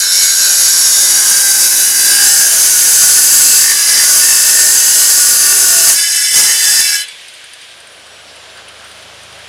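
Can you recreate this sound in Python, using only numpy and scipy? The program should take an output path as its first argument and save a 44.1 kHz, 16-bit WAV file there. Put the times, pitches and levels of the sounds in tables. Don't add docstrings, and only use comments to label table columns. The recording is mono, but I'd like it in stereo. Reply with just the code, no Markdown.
import sys
import numpy as np
from scipy import signal
from scipy.fft import rfft, irfft, next_fast_len
from scipy.io import wavfile
from scipy.ndimage import uniform_filter1d

SR = 44100
rng = np.random.default_rng(int(sys.argv[2]) if len(sys.argv) > 2 else 0)


def unload_wav(signal):
    wavfile.write(
        sys.argv[1],
        SR,
        np.round(np.clip(np.atleast_2d(signal).T, -1, 1) * 32767).astype(np.int16),
    )


def amplitude_ratio(level_db):
    exponent = np.asarray(level_db, float) / 20
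    return 10 ** exponent


N = 418068

# t/s, level/dB
CUTTING_FORCE = [(0, -12.5), (.09, -17.5), (.13, -13.5), (.96, -12), (1.55, -9.5), (1.9, -10), (2.14, -7.5),
                 (3.04, -6), (3.62, -7.5), (3.87, -7.5), (4.32, -8), (5.88, -8), (6.04, -10.5), (6.85, -13),
                 (6.96, -13), (7.005, -16), (7.03, -23), (7.05, -35.5)]
# t/s, whirr level/dB, yard level/dB, left minus right/dB
COASTING_LEVELS = [
    (7.05, -30.5, -45, -3),
    (7.33, -34, -46, -3),
    (7.66, -35.5, -45, -3.5),
    (7.9, -38, -41.5, -3),
    (8.94, -36.5, -38.5, -3),
    (9.48, -36, -38.5, -3),
]


def unit(x):
    return x / np.sqrt(np.mean(x ** 2) + 1e-20)


def noise():
    return rng.standard_normal(N)


def curves(rows):
    s, *cols = np.transpose(rows)
    return [np.interp(np.arange(N) / SR, s, c) for c in cols]


def wobble(rate_hz, depth_db=None, span=slice(None)):
    knots = rng.standard_normal(500)
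    if depth_db is not None:
        knots = amplitude_ratio(depth_db * knots)
    return np.interp(np.arange(*span.indices(N)) * rate_hz / SR, np.arange(500), knots)


def window(start_s, end_s, edge_s):
    t = np.arange(N) / SR
    return np.clip(np.minimum(t - start_s, end_s - t) / edge_s + .5, 0, 1)


def coloured(x, spectrum):
    m = next_fast_len(N + 8192)
    f_hz, db = np.transpose(spectrum)
    bins_hz = np.fft.rfftfreq(m, 1 / SR)
    gain = amplitude_ratio(np.interp(np.log(bins_hz + 1), np.log(f_hz + 1), db))
    return unit(irfft(rfft(x, m) * gain, m)[..., :N])


def resonant(force, modes, drift_db, rate_hz):
    out, driven = np.zeros(N), np.flatnonzero(force)
    span = slice(driven[0], driven[-1] + SR // 3)
    for k, (hz, width_hz, db) in enumerate(modes):
        b, a = signal.iirpeak(hz, hz / max(width_hz, 3), SR)
        drive = force[span] * wobble(rate_hz, drift_db, span)
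        out[span] += signal.lfilter((-1) ** k * amplitude_ratio(db) * b, a, drive)
    return out


def effort(free):
    # t/s, added force/dB, release/s
    shoves = [
        (3.84, -0.5, 0.044),
        (3.91, 3.5, 0.48),
        (5.93, 4, 0.13),
        (6.13, 1.5, 0.29),
        (6.378, 10, 0.32),
        (6.69, 6.5, 0.22),
        (6.8, 5, 0.024),
        (6.9, 1.5, .1),
    ]
    rise_s, usual_db = 0.075, -8
    t = np.arange(N) / SR
    force_db = curves(CUTTING_FORCE)[0]
    for s, db, release_s in shoves:
        force_db = force_db + db * np.interp(t - s, [-rise_s, 0, release_s], [0, 1, 0])
    extra_db = force_db - usual_db
    ring_db = -17 + 0.38 * extra_db
    rumble_db = -33 + (0.54 + 1.85 * free) * np.maximum(extra_db, -12) - 6 * free
    return force_db, ring_db, rumble_db


def grit(keep, jitter_turns):
    # t/s, speed/(turns/s)
    spindle = [(0, 90.7), (.14, 90.2), (.56, 83), (.98, 71), (1.25, 66), (1.53, 62.2), (1.95, 59.2),
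               (2.65, 55.2), (2.93, 52.1), (3.65, 51), (4, 62), (4.3, 54), (4.6, 51.6), (5.29, 51.8),
               (5.85, 47.8), (6.7, 77), (7.1, 80)]
    turns = np.cumsum(curves(spindle)[0]) / SR + jitter_turns * wobble(30) + 1
    turn = turns.astype(int)
    angle = (turns % 1 * 1024).astype(int)
    rim = signal.lfilter([1], [1, -min(keep, .995)], rng.standard_normal((900, 1024)), axis=0)
    knock = np.diff(turn, prepend=1).clip(0, 1)
    return unit(rim[turn, angle]), unit(knock), noise()


def disc(low, high, depth, free, force_db, ring_db):
    # f/Hz, width/Hz, level/dB
    scoring = [(1558, 56, -8.5), (2250, 49, -10), (2426, 52, -18), (3686, 76, -3), (4100, 160, -16),
               (4560, 190, -3.5), (5443, 150, 2.5), (5770, 50, 3), (6658, 74, 9), (7080, 53, -1),
               (7660, 26, 8), (8040, 250, -12), (8900, 160, -21), (10100, 290, -3), (10620, 130, -5),
               (11400, 270, -6.5), (12400, 67, -22), (12300, 140, -17), (13300, 31, -32)]
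    grooved = [(1576, 56, -7.5), (1910, 14, -29), (2008, 32, -8), (2600, 15, -30), (2932, 15, -5.5),
               (3860, 30, -1), (4686, 36, -3), (5260, 72, -3), (5820, 125, -8), (6520, 64, 5),
               (7720, 220, -8), (8850, 21, 3.5), (9500, 54, 0), (9830, 73, 4.5), (10720, 62, 0.5),
               (12310, 210, -3.5), (13000, 70, -8), (13160, 170, -16)]
    slotted = [(1497, 36, -9.5), (2894, 200, -6), (3935, 74, -9), (4890, 79, -20), (5200, 107, -7),
               (6670, 120, -7), (7730, 49, -10), (9420, 160, -3), (10700, 36, 1), (10940, 230, -15),
               (12550, 130, -1), (12800, 82, -21.5), (14400, 200, -15), (14200, 140, -22)]
    buried = [(1467, 32, -8), (1815, 34, -5.5), (2650, 39, -10.5), (2973, 55, -11.5), (3560, 10, -20),
              (4170, 66, -7), (4717, 110, -6), (5290, 190, -4), (6294, 205, -6.5), (7670, 236, 2.5),
              (9560, 200, -9.5), (10375, 140, 2.5), (11260, 270, -15.5), (12030, 58, -2), (12800, 58, -8),
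              (13300, 90, -28), (14400, 220, -15)]
    free_disc = [(1673, 20, -6.5), (2038, 37, -6), (2270, 19, -12.5), (2657, 35, -5.5), (3023, 46, -6.5),
                 (3503, 30, -4.5), (4046, 31, -8.5), (4770, 150, -10), (5293, 79, -4), (5760, 105, -10.5),
                 (6570, 46, -6), (6525, 68, -7), (7770, 57, -7.5), (7540, 11, -19), (8090, 55, -4.5),
                 (8540, 42, -11), (9210, 52, -3), (10260, 77, -10), (11100, 39, -20), (10960, 17, -7.5),
                 (11630, 83, -10), (15000, 260, -57)]
    # f/Hz, width/Hz, level/dB
    lingering = [(2280, 9, -4), (3050, 6, -4), (3463, 6, 0), (3385, 5, -1), (4060, 12, -10),
                 (4720, 10, -10), (8030, 18, -9)]
    # t/s, level/dB
    parting = [
        (7.003, 29),
        (7.081, 28),
    ]
    strike = low * free ** 2 * np.interp(np.arange(N) / SR, [6.7, 6.9], [.3, 1]) * amplitude_ratio(ring_db + 21.0)
    for s, db in parting:
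        strike[round(s * SR)] += amplitude_ratio(db)
    out = resonant(strike, lingering, drift_db=-1.5, rate_hz=5.3)
    held = [np.sqrt(np.clip(1 - abs(depth - k), 0, 1) * (1 - free)) for k in range(4)]
    # modes, low level/dB, high level/dB
    states = [(scoring, 22, 15), (grooved, 17, 13), (slotted, 21, 12), (buried, 21, 13), (free_disc, 22, 17)]
    for share, (modes, low_db, high_db) in zip(held + [np.sqrt(free)], states):
        low_modes = [m for m in modes if m[0] < 4400]
        high_modes = [m for m in modes if m[0] >= 4400]
        out += resonant(low * share * amplitude_ratio(ring_db + low_db), low_modes, drift_db=2.5, rate_hz=6)
        out += resonant(high * share * amplitude_ratio(force_db + high_db), high_modes, drift_db=1.2, rate_hz=5)
    return out


def flaring(push):
    # f/Hz, width/Hz, level/dB, start/s, end/s
    flaring_modes = [(368, 65, -10, 1, 2.26), (576, 33, -6.5, -0.8, 2.6), (805, 19, 0.5, 0.94, 2.45),
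                     (1060, 120, -7, .36, 1.32), (2137, 21, 3, 1, 2.2), (1044, 35, -5, 1.2, 2.5),
                     (1225, 21, -7, 1.1, 2.3), (652, 35, -0.5, 2.4, 2.7), (1167, 60, 0, 3, 4.5),
                     (633, 32, 0.5, 4.08, 4.72), (654, 55, -6, 4.8, 5.5), (4920, 83, 20, 3.76, 4),
                     (4680, 59, 13, 3.5, 3.74), (5290, 61, 18, 4.2, 4.7), (1080, 47, -3, 4.05, 4.9),
                     (1156, 37, 3.5, 5, 5.92), (677, 16, 5.5, 5.5, 5.93), (400, 39, -5, 4.5, 5.9),
                     (1454, 50, 6, 5.45, 5.92), (1480, 38, -4, 4.85, 5.4), (1710, 61, 22, 6.05, 6.33),
                     (1564, 70, 11.5, 0, 0.13), (1572, 43, 11.5, .2, 0.36), (2204, 46, 6.5, 0, .33),
                     (1130, 60, -7, 4.05, 4.25), (6820, 28, 7, 0, .35), (1670, 43, 24.5, 6.88, 7.02),
                     (1815, 37, 19, 3.62, 3.73), (2070, 42, 10, 3.6, 3.72), (1800, 69, 15.5, 3.95, 4.05),
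                     (1848, 43, 9, 4.7, 5.3), (1620, 28, 16, 1.92, 2.5), (1800, 47, 22.5, 6.48, 6.85),
                     (2320, 43, 5, 3.75, 4.0), (888, 42, -2, 6.0, 8.2), (5350, 33, 25.5, .05, 0.2),
                     (4730, 24, 18, 1.95, 2.24), (1690, 40, 13, 3.72, 3.96),
                     (4090, 36, 15.5, 0, 0.5),
        (2640, 31, 10.5, 4.2, 4.6),
        (2964, 68, 9, 4.75, 5.1),
        (2050, 45, 9, 5.96, 6.2),
        (3020, 44, 21, 6.04, 6.35),
        (2280, 40, 11, 6.1, 6.33),
        (5310, 100, 28, 6.78, 7.01),
        (1795, 43, 16.5, 4.2, 4.7),
    ]
    out = np.zeros(N)
    for hz, width_hz, db, start_s, end_s in flaring_modes:
        drive = push * window(start_s, end_s, 0.052)
        out += resonant(drive, [(hz, width_hz, db)], drift_db=1.2, rate_hz=14)
    return out


def cut():
    # t/s, slot depth/0-3 (4 and above: held modes silent), share of disc free, share of grit repeating
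    contact_states = [(0, 0.42, 0.14, 0.82), (.9, 0.5, 0, 0.84), (1.4, 1, 0.12, 0.81),
                      (2.1, 1.5, 0.28, 0.94), (2.5, 4, 0.1, 0.49), (3.6, 3, 0.019, 0.38),
                      (3.72, 4, 0.32, 0.63), (3.95, 4, 0.62, 0.14), (4.12, 3.5, 0.094, 0.43),
                      (5.9, 3, 0, 0.7), (5.94, 7, 0.045, .15), (5.97, 2, 0.91, 0.17),
                      (6.33, 3, 0.94, 0.083), (6.38, 4, 0.57, 0.4), (6.8, 3.5, 0.76, 0.14),
                      (6.85, 3.5, 0.81, 0.54)]
    # f/Hz, level/dB
    spray = [(710, -89), (1200, -59), (1470, -5), (2400, -13.5), (2850, -8.5), (3300, -11.5), (4250, -8),
             (4670, -7.5), (6360, 2.5), (8680, -0.5), (10500, 2), (15500, -16)]
    # f/Hz, level/dB
    slab = [(12, -51), (20, -17), (396, -1), (738, -2.5), (807, 2), (947, 0), (1330, 1), (1400, -1.5),
            (1820, -51), (3080, -120)]
    # f/Hz, level/dB
    apart_spectrum = [(25, -34), (150, -17), (500, 3.5), (1200, 5.5), (2300, -6), (4100, -60)]
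    # f/Hz, level/dB
    bright_apart = [(1000, 14.5), (3000, 1), (6300, 4.5), (9500, 3.5), (15000, 3)]
    delay_s, bright_apart_db = 0.0079, -28
    depth, free, repeats = curves(contact_states)
    free, repeats = np.clip(free, 0, 1), np.clip(repeats, 0, 1)
    force_db, ring_db, rumble_db = effort(free)
    touching = np.arange(N) < CUTTING_FORCE[-1][0] * SR
    contact = touching * amplitude_ratio((0.64 + 0.45 * free) * wobble(45))
    repeated, knock, fresh = grit(keep=.95, jitter_turns=.0007)

    def mix(share):
        return contact * (np.sqrt(share) * repeated + np.sqrt(1 - share) * fresh)

    low, high = mix(repeats), mix(0.61 * repeats)
    out = disc(low, high, depth, free, force_db, ring_db)
    out += flaring(contact * (1.6 * repeats * knock + .3 * fresh) * amplitude_ratio(rumble_db + 21))
    out += amplitude_ratio(force_db - 2.5) * (1 - 0.65 * free) * coloured(high, spray)
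    out += amplitude_ratio(rumble_db - 2.5) * coloured(high, slab)
    apart = amplitude_ratio(rumble_db - 9) * contact * coloured(noise(), apart_spectrum)
    apart += amplitude_ratio(bright_apart_db) * coloured(np.roll(out, round(delay_s * SR)), bright_apart)
    lean_db = np.interp(np.arange(N) / SR, [0, 2.2, 6.5], [-.5, 0, .2])
    return out * amplitude_ratio([lean_db / 2, -lean_db / 2]) + np.array([apart, -apart])


def yard():
    # f/Hz, level/dB
    wash_spectrum = [(12, -79), (20, -49), (59, -16), (82, -14), (276, -9.5), (652, 2), (848, -5),
                     (1330, -2), (1730, -10), (1910, -24), (2540, -13), (3380, -11.5), (6000, -12),
                     (7800, -38), (13200, -120)]
    # f/Hz, level/dB
    engine = [(75.4, -55), (102.3, -58), (129.2, -59), (177.6, -61)]
    t = np.arange(N) / SR
    yard_db = curves(COASTING_LEVELS)[1]
    sound = amplitude_ratio(0.33 * wobble(14)) * coloured(noise(), wash_spectrum)
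    for hz, db in engine:
        level = amplitude_ratio(db + 42.5 + 4.2 * (t - 9.0) + 1.8 * wobble(2.27))
        sound += level * np.sin(2 * np.pi * hz * t + .4 * wobble(6))
    air = amplitude_ratio(-14.5) * coloured(noise(), [(100, -20), (500, -24), (1500, 16), (8000, -7)])
    return amplitude_ratio(yard_db - 1.5) * (sound + np.array([air, -air]))


def whirr():
    # f/Hz, level/dB
    whirr_spectrum = [(590, -45), (1000, -13), (1440, -33), (1510, -3), (1640, -9), (1840, -2.5),
                      (3180, 0.5), (6180, -11), (9450, -14.5), (11000, -16.5), (15500, -46)]
    # f/Hz, width/Hz, level/dB
    stirred = [(1600, 164, 2), (4700, 120, -9), (8700, 140, -20), (9600, 680, -8), (7000, 250, -9),
               (3400, 300, -12)]
    level = amplitude_ratio(curves(COASTING_LEVELS)[0] - 2) * wobble(25, 0.74) * window(6.98, 99, 0.095)
    out = level * coloured(noise(), whirr_spectrum)
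    gears = amplitude_ratio(-31.5) * window(6.8, 99, 0.24) * noise()
    return out + resonant(gears, stirred, drift_db=2.2, rate_hz=18)


def gear_ticks():
    # t/s, peak level/dB, upper guard ring/dB, low knock/dB
    ticks = [(7.0828, -26, -4, -5), (7.212, -40, -2, -2), (7.2814, -30, -4, -3), (7.3367, -33, -5, -9),
             (7.3474, -39, 5, 1), (7.4395, -32, -1, -4), (7.533, -33, 8, 1), (7.6121, -38, 2, 3),
             (7.8002, -35, -8, -6), (7.87, -35, -3, -6), (7.9184, -45, 0, -1), (8.0636, -39, -7, -1),
             (8.3574, -39, 4, -1), (8.5719, -39, 0, 2), (8.6824, -43, 15, 5), (8.8424, -34, -7, -6),
             (8.9126, -36, -8, 1), (9.0239, -40, 2, 5), (9.1431, -46, 2, 2), (9.2309, -35, -12, -7),
             (9.3242, -38, -8, -1), (9.3861, -41, 1, -3)]
    # f/Hz, level/dB, t60/s, 1 = upper ring
    guard = [(8620, 0, .04, 0), (9460, -2, .035, 1), (10200, -10, .025, 1), (12900, -24, .03, 1)]
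    # f/Hz, level/dB, t60/s
    housing = [(1743, -13, 0.088), (3010, 6, 0.013), (3950, -6, 0.047), (4760, -5.5, 0.06),
               (6200, -10, .03)]
    scatter_db = 1.5
    out, t = np.zeros(N), np.arange(SR // 8) / SR

    def ring(modes, blur):
        total = np.zeros(len(t))
        for hz, db, t60_s in modes:
            decay = amplitude_ratio(db + scatter_db * rng.standard_normal() - 60 * t / t60_s)
            total += decay * np.sin(2 * np.pi * hz * t + blur)
        return total

    for s, db, upper_db, knock_db in ticks:
        blur = 4 * uniform_filter1d(rng.standard_normal(len(t)), size=90)
        guard_modes = [(hz, level + up * 0.94 * upper_db, t60_s) for hz, level, t60_s, up in guard]
        grains = np.convolve(rng.standard_normal(len(t)), [.3, 1, .7, -.7, -1, -.3], "same")
        crack = .25 * amplitude_ratio(-60 * t / .03) * grains
        tick = ring(guard_modes, blur) + amplitude_ratio(knock_db + 3) * ring(housing, blur) + crack
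        tick *= 1 - np.exp(-t / 0.0023)
        tail = out[round(s * SR):][:len(t)]
        tail += amplitude_ratio(db + 4.5) * tick[:len(tail)]
    return out


def whistles():
    # f/Hz at 7.8 s, level/dB, start/s, end/s
    tones = [(1570, -51, 7.65, 8.3), (3150, -60, 8.1, 8.8), (5700, -61, 8.7, 9.6), (6060, -52, 8.08, 8.4),
             (8430, -54, 7.92, 8.6), (10050, -53.5, 7.84, 8.34), (9500, -62, 8.8, 9.6),
             (16800, -68, 8.8, 9.6), (6070, -52, 7.39, 7.5), (8430, -52, 7.64, 7.78),
             (8400, -54, 9.08, 9.3), (8480, -55, 7.4, 7.52), (8400, -59, 8.65, 8.9)]
    slowing_per_s = .2
    out, late = np.zeros(N), slice(7 * SR, N)
    t = np.arange(N)[late] / SR
    speed = np.exp(-slowing_per_s * (t - 7.8)) * (1 + .0013 * wobble(60, span=late))
    turns = np.cumsum(speed) / SR
    for hz, db, start_s, end_s in tones:
        level = amplitude_ratio(db) * wobble(25, 2.5, late) * window(start_s, end_s, .12)[late]
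        out[late] += level * np.sin(2 * np.pi * hz * turns)
    return out


def handling():
    # t/s, level/dB, centre f/Hz, length/s
    scuffs = [
        (7.704, -40, 3500, .04),
        (8.5, -39, 3700, .015),
        (8.37, -43, 2500, .02),
        (8.3, -42, 4500, .02),
        (8.72, -42, 1600, .02),
        (8.58, -39, 1600, 0.035),
        (8.688, -39, 2700, .02),
        (8.848, -41, 1500, 0.079),
        (9.391, -41, 1800, 0.032),
        (9.47, -38, 2500, 0.018),
    ]
    t, out = np.arange(-SR // 5, SR // 5) / SR, np.zeros(N + SR)
    for s, db, hz, length_s in scuffs:
        b, a = signal.iirpeak(hz, 2.2, SR)
        rub = unit(signal.filtfilt(b, a, rng.standard_normal(len(t))))
        out[round(s * SR) - SR // 5:][:len(t)] += amplitude_ratio(db) * np.exp(-(t / length_s) ** 2) * rub
    return out[:N]


def scene():
    pan_db = curves(COASTING_LEVELS)[2]
    after = yard() + whirr() + gear_ticks() + whistles() + handling()
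    return cut() + after * amplitude_ratio([pan_db / 2, -pan_db / 2])


def band_limit(x):
    return signal.sosfilt(signal.butter(12, 15750, fs=SR, output="sos"), x)


def record(dry):
    x = dry / (1 + np.abs(dry / 0.9) ** 6) ** (1 / 6)
    x = signal.lfilter(*signal.butter(1, 35, "high", fs=SR), x)
    return band_limit(x)


dry = scene()
out = record(dry)
unload_wav(out)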